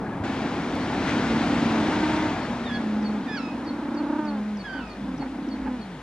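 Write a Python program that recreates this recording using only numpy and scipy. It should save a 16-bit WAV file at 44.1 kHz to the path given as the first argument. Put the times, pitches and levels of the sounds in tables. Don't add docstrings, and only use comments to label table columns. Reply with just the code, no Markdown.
import sys
import numpy as np
from scipy import signal
from scipy.fft import rfft, irfft, next_fast_len
from scipy.io import wavfile
from scipy.ndimage import uniform_filter1d, map_coordinates

SR = 44100
rng = np.random.default_rng(int(sys.argv[2]) if len(sys.argv) > 2 else 0)


def persist_wave(psi):
    counts = np.round(np.clip(psi, -1, 1) * 32767).astype(np.int16)
    wavfile.write(sys.argv[1], SR, np.atleast_2d(counts).T)


N = 265482

# (calm sea level [dB], gain at full strength [dB],
# held back before the step up [dB], power of the strength that the gain follows)
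SURF_LAYERS = [(-49, 15.5, -0.1, 0.85), (-42.5, 14.5, 2, 0.78), (-53.5, 16, 12.5, 1.2)]
# (frequency [Hz], level per Hz [dB])
RUMBLE_SPECTRUM = [(20, -24), (55, -1), (110, 3.5), (180, 7), (500, -16.5), (1500, -72.5)]
WASH_SPECTRUM = [(100, -20), (230, 10.5), (520, -0.5), (800, 2), (1600, -10), (2400, -18.5), (4500, -55.5)]
SPRAY_SPECTRUM = [(600, -23.5), (1400, 6.5), (2200, 4), (2750, 0), (3600, -1.5), (7000, -14), (10000, -25),
                  (15000, -89)]
# (frequency [Hz], left-right likeness [0-1])
SURF_LIKENESS = [(300, 1), (1100, .96), (2300, .88), (7300, .69)]
# (frequency [Hz], left minus right [dB])
SURF_LEAN = [(370, 0.5), (2300, 4.2), (4300, 2.4), (14000, 0)]
# (frequency [Hz], level per Hz [dB])
HISS_SPECTRUM = [(3000, 8), (10000, 8.5), (13000, -5)]
# (time [s], half length [s], frequency [Hz], level [dB])
LOW_BUMPS = [(.218, .025, 105, -31), (5.635, .05, 55, -40)]
# (time [s], half length [s], frequency [Hz], level [dB])
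FAINT_PEEPS = [(.068, .012, 1650, -41), (.135, .016, 1680, -41)]
# (start [s], peak level [dB], lift of the opening flick [dB])
BIRD_CHIRPS = [(.775, -46, -4), (2.39, -44, -4), (2.706, -39, -8), (3.018, -38.5, 2), (3.64, -40, -1),
               (3.939, -42.5, 3), (4.245, -42, 5), (4.564, -42.5, 5), (4.87, -45, 4), (5.173, -46, 7),
               (5.48, -42.5, 4), (5.779, -46, 0)]
# (time from its start [s], pitch [Hz], level against its peak [dB])
CHIRP_SHAPE = [(0, 6200, -30), (.009, 5650, -11), (.012, 5050, -13), (.018, 4720, -20), (.034, 4530, -4),
               (.052, 4350, 0), (.062, 4300, -8), (.08, 4450, -15)]
# (time [s], pitch [Hz], fundamental level [dB],
# octave level [dB], higher overtones' level before the beak's resonance [dB])
GULL_MEWS = [
    [(2.648, 1880, -62, -50, -70), (2.668, 1845, -47, -42, -64), (2.71, 1680, -38, -43, -58),
     (2.772, 1680, -38, -43, -58), (2.795, 1690, -50, -60, -70)],
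    [(3.265, 1860, -52, -60, -70), (3.29, 1785, -39, -49, -60), (3.312, 1725, -39, -48, -51),
     (3.345, 1700, -37, -49, -47), (3.368, 1615, -37, -47, -51), (3.39, 1340, -41, -48, -50),
     (3.44, 1298, -47, -47, -52), (3.495, 1262, -53, -47, -57), (3.55, 1265, -60, -55, -68)],
    [(3.272, 1190, -62, -52, -60), (3.345, 1270, -58, -45, -51), (3.38, 1105, -58, -47, -46),
     (3.403, 1095, -60, -47, -45)],
    [(4.635, 1690, -50, -60, -68), (4.66, 1670, -38, -48, -57), (4.69, 1570, -39, -53, -62),
     (4.782, 1505, -37, -52, -58), (4.792, 1480, -52, -51, -65), (4.818, 1335, -47, -52, -68),
     (4.88, 1240, -52, -53, -66), (4.958, 1205, -49, -56, -70)],
    [(4.73, 1715, -58, -54, -60), (4.803, 1490, -40, -53, -63), (4.85, 1400, -55, -63, -70)],
]
# (start [s], peak [s], end [s], start pitch [Hz],
# peak pitch [Hz], end pitch [Hz], start level [dB], peak level [dB], roughness at the peak [0-1],
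# roughness in the tail [0-1], power of the fall, overtone lift [dB])
HIGH_PENGUIN_BRAYS = [ (.2, 2.06, 2.345, 258, 308, 290, -32.7, -26.4, .56, .6, 7, 0.5),
                      (2.75, 4.2, 4.42, 268, 303, 245, -35.5, -27.2, .64, .16, 2.2, 1.5),
                      (4.725, 4.77, 4.87, 262, 278, 160, -32, -31, .7, .5, 1.8, -3),
                      (4.98, 5.09, 5.19, 248, 264, 257, -34, -30, .8, .6, 3, -3),
                      (5.18, 5.235, 5.3, 255, 275, 225, -26, -27.5, .45, .45, 1.2, -6),
                      (5.255, 5.72, 5.83, 278, 252, 195, -33.8, -30, .45, .35, 2.4, -2.5), ]
# (start [s], settles [s], end [s],
# rattle pitch [Hz], note pitch [Hz], rattle level [dB], note level [dB], sag time [s], share of pitch lost)
LOW_PENGUIN_BRAYS = [ (1.18, 1.26, 1.47, 252, 223, -29.5, -25.3, .01, .25),
                     (1.42, 1.67, 1.93, 236, 222, -27.5, -26, .04, .25),
                     (2.42, 2.81, 3.24, 238, 212, -33, -27, .027, .25),
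                     (3.25, 4.23, 4.65, 232, 210.5, -37.5, -28.9, .033, .25),
                     (4.96, 5.01, 5.28, 212, 214, -33, -32.5, .11, .6),
                     (5.4, 5.85, 6.01, 215, 204, -43.5, -34, .07, .5), ]
# (frequency [Hz], level against the fundamental [dB])
THROAT_COLOUR = [(500, -2.5), (610, -8), (740, -11), (920, -2.5), (1070, -10.5), (1550, -12.5), (2200, -30)]
JOLT_TIMES = [.298, .737, 1.81, 2.037, 2.143, 2.228, 2.31, 2.503, 3.55, 4.007, 4.04, 4.102, 4.133, 4.195,
              5.062, 5.203, 5.686, 5.742]
# (time [s], half length [s], level [dB])
HOARSE_STROKES = [(4.769, 0.032, -40.5), (5.234, .034, -38.5), (5.675, 0.045, -39)]
# (frequency [Hz], level per Hz [dB])
HOARSE_SPECTRUM = [(300, -18), (680, -9), (800, 2.5), (910, 2), (1050, -14), (1450, -6), (2300, -17.5),
                   (9000, -66)]

STEP_UP_S = 0.237
BUILD_S, CREST_S, DRAIN_S, DRAIN_TIME_S = 0.76, 1.15, 2.172, 0.78
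FIRST_STRENGTH, CREST_STRENGTH = 0.71, 0.97
RUMBLE_TRIM_DB, WASH_TRIM_DB, SPRAY_TRIM_DB = 1, 1.0, 4.0
SPLASH_S, SPLASH_HALF_S, SPLASH_DB = 1.095, .03, 4
FOAM_PATCHY_DB = .8
HUM_GROWS_S, HUM_GROWS_DB = 4.7, 6
TICK_S, TICK_DB, TICK_DECAY_S, TICK_TOP_HZ = .753, -38, .002, 7000
CRACK_S = .17
BRAY_ATTACK_S, BRAY_ATTACK_DB = 0.027, 10
RATTLE_HZ, RATTLE_STRAY = 32.5, 1.0
JOLT_S, JOLT_DB = .012, 1.8
WIND_UP_ROUGH, CLEARING_SHARE = 1.0, .2
CRESCENDO_POWER = 1.7
LET_GO_S, LET_GO_DB, FALL_DB = .03, 6.3, 10
RATTLE_ROUGH, NOTE_ROUGH, SETTLE_S = 0.52, 0.039, 0.023
SAG_DB = 20.5
TOP_HZ = 15100


def amp(db):
    return 10 ** (np.asarray(db) / 20)


def unit(x):
    return x / np.sqrt(np.mean(x ** 2) + 1e-20)


def along(points, hz):
    f, v = np.transpose(points)
    return np.interp(np.log(hz + 1), np.log(f + 1), v)


def ramp(t, start, end):
    return np.clip((t - start) / max(end - start, 1e-3), 0, 1)


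def switch(t, s, width_s):
    return .5 + .5 * np.tanh((t - s) / (2 * width_s))


def bump(t, s, half_s):
    return np.exp(-((t - s) / half_s) ** 2)


def blend(a, b, share):
    return a + (b - a) * share


def wobble(rate, size):
    at = np.arange(size) * rate / SR
    return map_coordinates(rng.standard_normal(int(at[-1]) + 4), [at], mode="mirror")


def turns(hz):
    return 2 * np.pi * np.cumsum(hz) / SR


def add(track, s, sound):
    part = track[max(round(s * SR), 0):][:len(sound)]
    part += sound[:len(part)]


def call_clock(start, end):
    t = np.arange(start, end, 1 / SR)
    return t, np.clip(np.minimum(t - start, end - t) / 0.0061, 0, 1)


def call_curves(rows):
    s, *columns = np.transpose(rows)
    t, gate = call_clock(s[0], s[-1])
    return [gate] + [np.interp(t, s, column) for column in columns]


def blips(rows, waver):
    t = np.arange(N) / SR
    sway = 1 + waver * wobble(110, N)
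    tones = sum(amp(db) * bump(t, s, half_s) * np.sin(turns(hz * sway)) for s, half_s, hz, db in rows)
    return np.sqrt(2) * tones


def filtered(x, response):
    m = next_fast_len(N + SR // 4)
    return irfft(rfft(x, m) * response(np.fft.rfftfreq(m, 1 / SR)), m)[..., :N]


def ports(x, left_db, lead_us):
    side = np.array([[.5], [-.5]])
    seconds = lead_us * 1e-6
    return filtered(x, lambda hz: amp(side * left_db(hz)) * np.exp(2j * np.pi * hz * side * seconds))


def beach(x, t60=0.68):
    t = np.arange(SR // 2) / SR
    tail = rng.standard_normal((2, len(t))) * amp(-60 * t / t60) * (t > .012)
    return signal.fftconvolve(x, tail / np.linalg.norm(tail[0]), axes=1)[:, :N]


def drone(hz=54, db=-55):
    level_db = db + HUM_GROWS_DB * switch(np.arange(N) / SR, HUM_GROWS_S, width_s=.1)
    tone = np.sin(turns(np.full(N, hz)) + 0.89 * wobble(9, N))
    return amp(level_db) * unit(tone * amp(2.6 * wobble(12, N)))


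def surf_levels():
    t = np.arange(N) / SR
    strength = blend(FIRST_STRENGTH, CREST_STRENGTH, ramp(t, BUILD_S, CREST_S))
    strength *= np.exp(-np.maximum(t - DRAIN_S, 0) / DRAIN_TIME_S)
    before_step = 1 - switch(t, STEP_UP_S, width_s=0.0012)
    levels = np.array([calm_db + crest_db * strength ** power - held_db * before_step
                       for calm_db, crest_db, held_db, power in SURF_LAYERS])
    levels[-1] += SPLASH_DB * bump(t, SPLASH_S, SPLASH_HALF_S)
    return levels


def rush(spectrum, patchy_db):
    z = signal.stft(rng.standard_normal((2, N)), nperseg=512)[2]
    field = uniform_filter1d(rng.standard_normal(z.shape[1:]), size=5, axis=0)
    field = uniform_filter1d(field, size=12, axis=1)
    pair = signal.istft(z * amp(patchy_db * unit(field)), nperseg=512)[1][:, :N]

    def colour_and_spread(hz):
        angle = np.arccos(np.clip(along(SURF_LIKENESS, hz), -1, 1)) / 2
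        return amp(along(spectrum, hz)) * [np.cos(angle), np.sin(angle)]

    mid, side = filtered(pair, colour_and_spread)
    return unit(np.array([mid + side, mid - side]))


def surf():
    rumble_db, wash_db, spray_db = surf_levels()
    sea = amp(rumble_db + RUMBLE_TRIM_DB) * rush(RUMBLE_SPECTRUM, patchy_db=0.5)
    sea += amp(wash_db + WASH_TRIM_DB) * rush(WASH_SPECTRUM, FOAM_PATCHY_DB)
    sea += amp(spray_db + SPRAY_TRIM_DB) * rush(SPRAY_SPECTRUM, FOAM_PATCHY_DB)
    return ports(sea, lambda hz: along(SURF_LEAN, hz), lead_us=40.7)


def low_bumps():
    return blips(LOW_BUMPS, waver=.2)


def tick():
    track, t = np.zeros(N), np.arange(SR // 50) / SR
    add(track, TICK_S, amp(TICK_DB) * np.exp(-t / TICK_DECAY_S) * rng.standard_normal(len(t)))
    return signal.sosfilt(signal.butter(2, TICK_TOP_HZ, fs=SR, output="sos"), track)


def peeps():
    return blips(FAINT_PEEPS, waver=.025)


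def small_bird():
    track = np.zeros(N)
    gate, pitch, db = call_curves(CHIRP_SHAPE)
    size = len(gate)
    t = np.arange(size) / SR
    for s, peak_db, flick_db in BIRD_CHIRPS:
        shape = gate * amp(flick_db * (1 - ramp(t, .014, .02)))
        hz = pitch * (1 + 0.0037 * rng.standard_normal() + .013 * wobble(500, size))
        add(track, s, shape * amp(db + peak_db + 1.5 * wobble(160, size)) * np.sin(turns(hz)))
    return ports(track, lambda hz: -3, lead_us=-44.0)


def mew(rows, beak_hz=4600, width_hz=1500, step_db=1.5):
    gate, pitch, first_db, octave_db, upper_db = call_curves(rows)
    size = len(gate)
    unsteady = 1 + CRACK_S * SR * np.abs(np.gradient(np.log(pitch)))
    hz = pitch * (1 + .006 * unsteady * wobble(200, size))
    phase = turns(hz)
    voice = amp(first_db) * np.sin(phase) + amp(octave_db) * np.sin(2 * phase)
    for k in range(3, 6):
        beak = 1 / (1 + (2 * (k * hz - beak_hz) / width_hz) ** 2)
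        overtone_db = upper_db - step_db * (k - 3.5) + 2.5 * wobble(90, size)
        voice += beak * amp(overtone_db) * np.sin(k * phase)
    return np.sqrt(2) * gate * voice * amp(unsteady * wobble(140, size))


def gulls():
    track = np.zeros(N)
    for rows in GULL_MEWS:
        add(track, rows[0][0], mew(rows))
    return ports(track, lambda hz: -5, lead_us=-33)


def hoarse_air(flutter_db=4.5):
    t = np.arange(N) / SR
    noise = filtered(rng.standard_normal(N), lambda hz: amp(along(HOARSE_SPECTRUM, hz)))
    air = unit(noise * amp(flutter_db * wobble(110, N)))
    return air * sum(amp(db) * bump(t, s, half_s) for s, half_s, db in HOARSE_STROKES)


def rattle(start, end):
    t = np.arange(start, end, 1 / SR)
    marks = np.r_[0, JOLT_TIMES, N / SR]
    beats = np.cumsum(np.r_[0, np.round(np.diff(marks) * RATTLE_HZ)])
    jolt = bump(np.abs(t[:, None] - JOLT_TIMES).min(axis=1), 0, JOLT_S)
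    stray = RATTLE_STRAY * (1 - jolt) * wobble(25, len(t))
    return 2 * np.pi * np.interp(t, marks, beats) + stray, jolt


def swell_in(t):
    return -BRAY_ATTACK_DB * np.exp(-(t - t[0]) / BRAY_ATTACK_S)


def low_gesture(start, settles, end, rattle_hz, note_hz, rattle_db, note_db, sag_s, sag_share):
    t, gate = call_clock(start, end)
    held = switch(t, settles, SETTLE_S)
    sag = np.exp((t - end) / sag_s)
    pitch = blend(rattle_hz, note_hz, held) * (1 - sag_share * sag)
    db = blend(rattle_db, note_db, held) + swell_in(t) - SAG_DB * sag
    return gate, pitch, db, blend(RATTLE_ROUGH, NOTE_ROUGH, held)


def high_gesture(start, peak, end, start_hz, peak_hz, end_hz, start_db, peak_db,
                 peak_rough, tail_rough, fall_power):
    t, gate = call_clock(start, end)
    climb = ramp(t, start, peak)
    effort = climb ** CRESCENDO_POWER
    fall = ramp(t, peak, end) ** fall_power
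    let_go = ramp(t, peak, peak + LET_GO_S)
    pitch = blend(blend(start_hz, peak_hz, effort), end_hz, fall)
    clearing = np.exp((climb - 1) / CLEARING_SHARE)
    rough = blend(blend(WIND_UP_ROUGH, peak_rough, clearing), tail_rough, let_go)
    drop_db = LET_GO_DB * let_go * (1 - tail_rough) ** 2 + FALL_DB * fall
    db = blend(start_db, peak_db, effort) + swell_in(t) - drop_db
    return gate, pitch, db, rough


def bray(gate, pitch, db, rough, beat, jolt, throb_db, overtone_db):
    size, rough = len(gate), np.clip(rough, 0, 1)
    shake = -.14 * np.sin(beat) + .06 * wobble(170, size)
    hz = pitch * (1 + rough ** 3 * shake + .004 * wobble(30, size))
    depth = np.sin(2.2 * rough)
    throb = amp(depth * throb_db * (np.cos(beat) + .25 * wobble(110, size)))
    running_rms = np.sqrt(uniform_filter1d(throb ** 2, size=4096))
    throb *= amp(depth * JOLT_DB * jolt) / running_rms
    phase = turns(hz)
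    rasp = unit(wobble(150, size) * np.sin(phase) + wobble(150, size) * np.cos(phase))
    rasp_share = .23 * rough ** 3 * (1 - jolt)
    voice = throb * (np.sqrt(2 * (1 - rasp_share)) * np.sin(phase) + np.sqrt(rasp_share) * rasp)
    voice = signal.sosfilt(signal.butter(N=6, Wn=385, fs=SR, output="sos"), voice)
    effort_db = overtone_db + 11 * np.log2(pitch / 300) - 7 * rough
    for k in range(2, 10):
        smear = rough ** 2 * wobble(120, size)
        overtone = np.sin(k * phase + rng.uniform(0, 2 * np.pi) + smear)
        voice += np.sqrt(throb) * amp(along(THROAT_COLOUR, k * hz) + effort_db) * overtone
    return gate * amp(db) * voice


def penguins():
    track = hoarse_air()
    for *row, overtone_db in HIGH_PENGUIN_BRAYS:
        beat, jolt = rattle(row[0], row[2])
        add(track, row[0], bray(*high_gesture(*row), beat, jolt, throb_db=5, overtone_db=overtone_db))
    for row in LOW_PENGUIN_BRAYS:
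        beat, jolt = rattle(row[0], row[2])
        add(track, row[0], bray(*low_gesture(*row), beat, jolt, throb_db=6, overtone_db=-10.0))
    return ports(track, lambda hz: along([(330, -0.25), (900, -3.3)], hz), lead_us=-20)


def scene():
    background = drone() + surf() + low_bumps() + tick()
    calls = peeps() + small_bird() + gulls()
    return background + calls + amp(-13.0) * beach(calls) + penguins()


def record(dry, hiss_db=-71):
    hiss = filtered(rng.standard_normal((2, N)), lambda hz: amp(hiss_db + along(HISS_SPECTRUM, hz)))
    return filtered(dry + hiss, lambda hz: hz < TOP_HZ)


dry = scene()
out = record(dry)
persist_wave(out)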